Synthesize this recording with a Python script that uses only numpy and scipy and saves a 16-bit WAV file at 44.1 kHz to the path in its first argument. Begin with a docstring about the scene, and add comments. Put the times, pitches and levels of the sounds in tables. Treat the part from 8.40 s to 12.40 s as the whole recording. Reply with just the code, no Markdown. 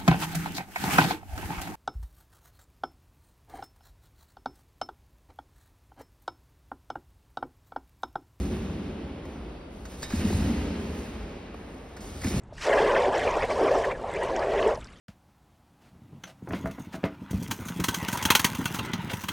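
"""Two trampolines in a big sports hall: gymnasts land on them almost together, about every two seconds.
Feet slap down, and each mesh bed thumps, rumbles and swishes through the air. The steel springs creak,
jingle and clank against the frame, which knocks and rings. The hall echoes for seconds over its own
steady rumble. It is all heard in stereo from a few metres away."""
import sys
import numpy as np
from scipy import signal
from scipy.fft import rfft, irfft
from scipy.io import wavfile
from scipy.ndimage import uniform_filter1d

SR = 44100
rng = np.random.default_rng(int(sys.argv[2]) if len(sys.argv) > 2 else 0)


def int16_out(signal):
    """Quantize to a 16-bit WAV file."""
    q = np.round(np.clip(np.atleast_2d(signal).T, -1, 1) * 32767)
    wavfile.write(sys.argv[1], SR, q.astype(np.int16))


N = 176400
LEAD_S = 1  # start early, so the hall is already echoing at time zero
M = N + LEAD_S * SR
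T = np.arange(M) / SR - LEAD_S
HZ = np.maximum(np.arange(M // 2 + 1) * SR / M, 1)

# Each landing on a bed: start_s, rumble_db, swish_db, springs_db, contact_s
LANDINGS = [(-.25, -1, -1, -8, 0.38), (1.466, -21, -6.5, -10, 0.33), (1.71, 1, -1.5, -1.5, 0.37),
            (3.59, -24, -11.5, -10.5, 0.41), (3.806, -1, 0, -0.5, 0.41)]


def amp(db):
    """Turn decibels into a number to multiply by."""
    return 10 ** (np.asarray(db) / 20)


def unit(x):
    """Scale a signal to an average (rms) level of 1."""
    return x / np.sqrt(np.mean(x ** 2))


def look_up(table, hz):
    """Find a table's value at any pitch by joining its points on a log scale."""
    pitches, values = np.array(table, float).T
    return np.interp(np.log(hz), np.log(np.maximum(pitches, 1)), values)


def colour(x, tone):
    """Shape a signal's bass and treble with a table, then scale it to level 1."""
    return unit(irfft(rfft(x) * amp(look_up(tone, HZ)), M))


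def noise():
    """An even hiss: white noise."""
    return rng.standard_normal(M)


def grains(per_s, spread_db):
    """Tiny random clicks of uneven size."""
    clicks = (rng.random(M) < per_s / SR) * np.sign(noise())
    return clicks * amp(spread_db * np.minimum(rng.exponential(size=M), 4))


def wander(per_s):
    """A random drift, about 1 in size, that heads somewhere new per_s times a second."""
    hold = SR // per_s
    steps = np.repeat(rng.standard_normal(M // hold + 1), hold)
    return unit(uniform_filter1d(steps, hold)[:M])


def press(start_s, rise_s, length_s, fade_s):
    """Loudness of a push: it rises, holds until length_s after its start, then fades."""
    age = T - start_s
    return np.clip(age / rise_s, 0, 1) * np.exp(-np.maximum(age - length_s, 0) / fade_s)


def bounce(start_s, rise_s, contact_s, fade_s, wobble_db):
    """Motion of a bed: the landing, then a weaker swing once the feet have left."""
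    wobble = amp(wobble_db) * press(start_s + 0.574, rise_s, length_s=0.2, fade_s=fade_s)
    return np.hypot(press(start_s, rise_s, contact_s, fade_s), wobble)


def soft_hit(start_s, rise_s):
    """Loudness of a padded hit: a rounded bump that peaks after rise_s."""
    age = np.maximum(T - start_s, 0) / rise_s
    return age * np.exp(1 - age)


def hard_hit(start_s, fade_s, rise_s=0.0018):
    """Loudness of a hard hit: a steep edge, then a steady fall."""
    return press(start_s, rise_s, rise_s, fade_s)


def ring(x, notes, detune):
    """Shake three slightly mistuned steel parts with x. A note takes ring_s to fall by 60 dB."""
    t = np.arange(SR) / SR
    response = 0
    for hz, db, ring_s in notes:
        pitches = hz * (1 + detune * rng.standard_normal(size=(3, 1)))
        tones = np.sin(2 * np.pi * pitches * t).sum(0)
        response += amp(db) / np.sqrt(ring_s) * tones * np.exp(-np.log(1000) * t / ring_s)
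    return unit(signal.fftconvolve(x, response)[:M]) * np.std(x)


def room_noise():
    """The big room rumbles and hisses all the time, swelling a little."""
    # Tone of the room: pitch_hz, level_db
    tone = [(20, -53), (35, -4), (52, 7.5), (80, 4), (112, -7.5), (200, -1.5), (330, -6.5), (500, -9.5),
            (1000, -18.5), (2000, -28.5), (3200, -29.5), (4800, -37), (7300, -43), (10500, -48.5),
            (15500, -58)]
    return amp(-41.5 + 1.08 * wander(per_s=5)) * colour(noise(), tone)


def bed_rumble():
    """The loaded bed shudders at its own low notes; the deepest build up last."""
    # Low notes of bed and frame: pitch_hz, width_hz, level_db
    notes = [(59.2, 6.9, 8.5), (78.7, 13.7, 10.5), (87.6, 11.3, 6), (164.5, 21.3, 2), (202.7, 31, 3.5),
             (257, 53.3, 1), (359.5, 73.4, -7.5), (493, 110, -19)]
    lowest_hz = notes[0][0]
    out, power = 0, 0
    for hz, width_hz, db in notes:
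        rise_s = 0.19 * (lowest_hz / hz) ** 0.37
        motion = sum(amp(level_db) * bounce(start_s, rise_s, contact_s, fade_s=0.13, wobble_db=-11.5)
                     for start_s, level_db, _, _, contact_s in LANDINGS)
        off_pitch = (HZ / hz - hz / HZ) * hz / (2 * width_hz)
        clicks = rfft(grains(per_s=900, spread_db=0.39))
        shudder = amp(db) * irfft(clicks / (1 + 1j * off_pitch) ** 2, M)  # keeps pitches near the note
        out += motion * shudder
        power += np.var(shudder)
    return amp(-29) * out / np.sqrt(power)


def mesh_swish():
    """Air rushes through the moving mesh with a fluttering hiss."""
    # Tone of the rushing air: pitch_hz, level_db
    tone = [(200, 12), (500, 3.5), (900, -0.5), (1400, -3), (1900, -4.5), (2700, -3), (3400, -8.5),
            (5000, -15.5), (7000, -23), (10000, -25.5), (15000, -54)]
    rise_s, flutter_db = 0.05, 3
    motion = sum(amp(db) * bounce(start_s, rise_s, contact_s, fade_s=0.13, wobble_db=-11)
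                 for start_s, _, db, _, contact_s in LANDINGS)
    return amp(-41.5 + flutter_db * wander(per_s=30)) * motion * colour(noise(), tone)


def spring_creaks():
    """Springs creak in their hooks and ring, as they stretch and again as they pull back."""
    # Faint rustles of the springs between landings: start_s, level_db, length_s
    rustles = [(0.83, -23, .07), (1.287, -21, 0.16), (2.37, -13, 0.26), (2.96, -34, .06),
               (3.128, -24, 0.91)]
    # Tone of the rubbing hooks: pitch_hz, level_db
    tone = [(1500, -92), (3500, -0.5), (5100, -0.5), (6200, 3.5), (7400, 3.5), (8800, -3), (10300, -2),
            (12000, -4), (13500, -12), (15500, -12.5)]
    # Notes of the springs: pitch_hz, level_db, ring_s
    notes = [(1915, -1, .4), (3129, -7, .3), (3757, 0, .3), (4360, -3, .3), (4705, -3, .35), (4795, -4, .3),
             (4950, -6, .2), (5243, -4, .25), (5444, -3, .3), (5814, -5, .3), (9231, -5, .6),
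             (9490, -5, .5), (10051, -3, .5), (10144, 0, .6), (10560, -3, .5)]
    rise_s, dip_db, dip_s = 0.04, -4.5, 0.022
    motion = sum(amp(db) * press(start_s, rise_s, length_s, fade_s=0.1)
                 for start_s, db, length_s in rustles)
    for start_s, _, _, db, contact_s in LANDINGS:
        # The springs go quieter as the bed turns at its lowest point.
        turn = np.exp(-((T - start_s - 0.33 * contact_s) / dip_s) ** 2)
        stretch = bounce(start_s, rise_s, 0.65 * contact_s, fade_s=0.14, wobble_db=-22.5)
        motion = np.hypot(motion, amp(db + dip_db * turn) * stretch)
    flicker = amp(0.93 * wander(per_s=16))
    creak = motion * flicker * colour(grains(per_s=3500, spread_db=2.5), tone)
    return amp(-44) * (creak + amp(-14) * ring(creak, notes, detune=0.0018))


def foot_slaps():
    """Feet and pads slap down with short, dull cracks."""
    # Each slap: start_s, level_db
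    hits = [(0.051, -5), (.12, -8), (.165, -6.5), (0.214, -11.5), (1.451, -5), (1.626, -6), (1.703, 0.5),
            (1.723, 0), (1.807, -5), (1.887, -6), (1.923, -1), (2.003, -15), (2.02, -7), (3.566, -4.5),
            (3.816, -3), (3.835, -1), (3.844, -1), (3.866, -1)]
    # Tone of a slap: pitch_hz, level_db
    tone = [(200, 9.5), (700, -1.5), (1300, 0), (1900, -1), (2350, -3), (2750, -13), (3500, -22),
            (5000, -11), (8000, -24.5), (15000, -25)]
    loudness = sum(amp(db) * soft_hit(start_s, rise_s=0.004) for start_s, db in hits)
    return amp(-36.5) * loudness * colour(noise(), tone)


def bed_thumps():
    """The bed snaps tight: a brief low note that starts high and sags as the mesh gives."""
    # Each thump: start_s, level_db, pitch_hz
    hits = [(0.078, -31, 96), (.116, -26.5, 190), (1.736, -17.5, 198), (1.85, -18, 171),
            (1.906, -23.5, 320), (1.928, -21, 184), (1.946, -18, 91), (2.047, -21, 100),
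            (2.096, -19.5, 214), (3.846, -21.5, 243), (3.856, -21.5, 93), (3.875, -23, 175),
            (3.942, -24, 177), (3.961, -18, 130)]
    sag_share, sag_s = 0.24, 0.0078
    out = 0
    for start_s, db, hz in hits:
        age = np.maximum(T - start_s, 0)
        cycles = hz * (age + sag_share * sag_s * (1 - np.exp(-age / sag_s)))
        out += amp(db) * soft_hit(start_s, rise_s=0.0042) * np.sin(2 * np.pi * cycles)
    return out


def frame_knocks():
    """The frame and its pads give dull knocks."""
    # Each knock: start_s, level_db
    hits = [(.297, -41), (.853, -37.5), (0.959, -44.5), (1.628, -40.5), (1.903, -30.5), (1.927, -32),
            (2.021, -37), (3.142, -36.5)]
    # Tone of a knock: pitch_hz, level_db
    tone = [(150, -11), (500, 12), (800, 8.5), (1200, 3), (3000, -17), (12000, -30)]
    loudness = sum(amp(db) * soft_hit(start_s, rise_s=0.0019) for start_s, db in hits)
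    return loudness * colour(noise(), tone)


def hook_clanks():
    """Hooks snap against the frame, rattle and leave its tubes ringing."""
    # Each clank: start_s, level_db, fade_s
    hits = [(0.329, -28, 0.014), (0.852, -23, 0.0082), (1.453, -11, 0.015), (1.621, -4.5, 0.0075),
            (1.628, 0, 0.017), (1.701, -7, .01), (2.628, -24, 0.056), (3.141, -24, .003),
            (3.565, -14.5, 0.019), (3.604, -16, 0.1), (3.814, -9, .015), (3.843, 0, 0.0036),
            (3.869, -4, 0.011), (3.882, -3, 0.0061)]
    # Tone of the rattle: pitch_hz, level_db
    tone = [(600, -23), (1300, -5.5), (1900, 1), (2800, -1), (3800, -4), (4300, 1.5), (4950, 1.5),
            (5800, 0), (7300, 8), (10000, -14), (12500, -7), (15500, -21)]
    # Notes of the frame tubes: pitch_hz, level_db, ring_s
    notes = [(1846, -10, 0.38), (2261, 3, 0.37), (2690, -9, 0.16), (3930, 0, 0.56), (4660, -7, .25),
             (5080, -5, 0.26), (5380, -11, .15), (5560, -8, .15)]
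    loudness = sum(amp(db) * hard_hit(start_s, fade_s) for start_s, db, fade_s in hits)
    rattle = loudness * colour(grains(per_s=9000, spread_db=1.5), tone)
    return amp(-35.5) * (rattle + amp(-10) * ring(rattle, notes, detune=0.008))


def spring_pings():
    """A plucked spring sings out briefly, its note made rough by the chattering hook."""
    # Each ping: start_s, pitch_hz, level_db, ring_s
    plucks = [(.93, 5900, -63, .35), (1.628, 1774, -42.5, 0.25), (1.628, 3780, -44, 0.44),
              (1.627, 4950, -38, 0.097), (1.698, 5150, -52, .12), (1.726, 1650, -40.5, .07),
              (1.808, 2270, -42, .09), (1.886, 1890, -42, .08), (3.835, 2017, -37, 0.059),
              (3.843, 1756, -38, .05), (3.841, 4780, -40.5, 0.065), (3.872, 5250, -45, 0.28),
              (3.876, 4340, -54, .12)]
    out = 0
    for start_s, hz, db, ring_s in plucks:
        rough_hz = hz * (1 + 0.014 * wander(per_s=300))
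        loudness = amp(db) * hard_hit(start_s, fade_s=ring_s / np.log(1000))
        out += loudness * np.sin(2 * np.pi * np.cumsum(rough_hz) / SR)
    return out


def squeak():
    """One faint, thin note that wavers and sags a little."""
    start_s, pitch_hz, sag_hz_per_s = 1, 4700, 290
    hz = pitch_hz - sag_hz_per_s * (T - start_s) + 12 * wander(per_s=40)
    loudness = amp(-71) * press(start_s, rise_s=0.04, length_s=0.24, fade_s=0.046)
    return loudness * np.sin(2 * np.pi * np.cumsum(hz) / SR)


def near_echoes(x):
    """Sound bounces off the floor and frames close by for a few milliseconds."""
    length, fade_s = SR // 10, 0.0026
    burst = noise()[:length] * np.exp(-np.arange(length) / SR / fade_s)
    return amp(-3.5) * signal.fftconvolve(x, burst / np.linalg.norm(burst))[:M]


def hall_echo(x):
    """The hall smears sound into a long echo; the middle pitches last longest."""
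    # Time the echo takes to fall by 60 dB: pitch_hz, ring_s
    ring_times = [(60, 1.1), (250, 2.89), (700, 6.1), (2000, 6.24), (4000, 3.6), (8000, 1.33), (15000, 1.5)]
    t = np.arange(M) / SR
    hiss = rfft(noise())
    bands_hz = np.geomspace(50, 16000, 12)
    tail = 0
    for share, hz in zip(np.eye(len(bands_hz)), bands_hz):
        band = irfft(hiss * np.interp(np.log(HZ), np.log(bands_hz), share), M)
        tail += band * np.exp(-np.log(1000) * t / look_up(ring_times, hz))
    build_s = 0.058
    fade_in = np.clip(t / build_s - 0.5, 0, 1)  # a short gap, then the echo builds
    return signal.fftconvolve(x, tail * fade_in / np.sqrt(SR / 5))[:M]


def scene():
    """The trampolines are straight ahead; echoes and room noise spread to the left and right."""
    # Strength of the stereo spread: pitch_hz, level_db
    width = [(55, -66), (130, -43), (290, -18.5), (640, -6), (1800, -7.5), (3200, -3), (5200, -5.5),
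             (7300, -29.5), (8800, 2), (10300, -17), (12000, -11), (15500, -12)]
    # How far the left channel's wave runs ahead of the right: pitch_hz, lead_radians
    left_lead = [(0, 0), (1810, 0.0), (2500, 0.8), (5250, 0.5), (6980, 3.1), (8010, 3.2), (8350, 4.1),
                 (9470, 5.4), (9730, 6.2), (11600, 6.5), (12500, 9.4), (14400, 9.4), (15500, 12.4),
                 (16700, 12.7)]
    # Each sound, and how strongly it feeds the hall's echo: sound, echo_db
    parts = [(bed_rumble(), 3), (mesh_swish(), 0.5), (spring_creaks(), 0), (bed_thumps(), -9.5),
             (foot_slaps() + frame_knocks(), -4), (hook_clanks() + squeak(), 3), (spring_pings(), -8.5)]
    direct = sum(sound for sound, _ in parts)
    to_hall = sum(amp(echo_db) * sound for sound, echo_db in parts)
    middle = rfft(direct + hall_echo(to_hall) + room_noise())
    side = rfft(near_echoes(direct) + hall_echo(to_hall) + room_noise()) * amp(look_up(width, HZ))
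    left_right = np.array([[1], [-1]])
    shift = np.exp(0.5j * left_right * look_up(left_lead, HZ))
    return irfft((middle + left_right * side) * shift, M)[:, -N:]


def record(dry):
    """A phone's microphones lose the very highest treble."""
    top_hz = 15750
    return signal.sosfilt(signal.ellip(8, 0.2, 70, top_hz, fs=SR, output="sos"), dry)


dry = scene()
out = record(dry)
int16_out(out)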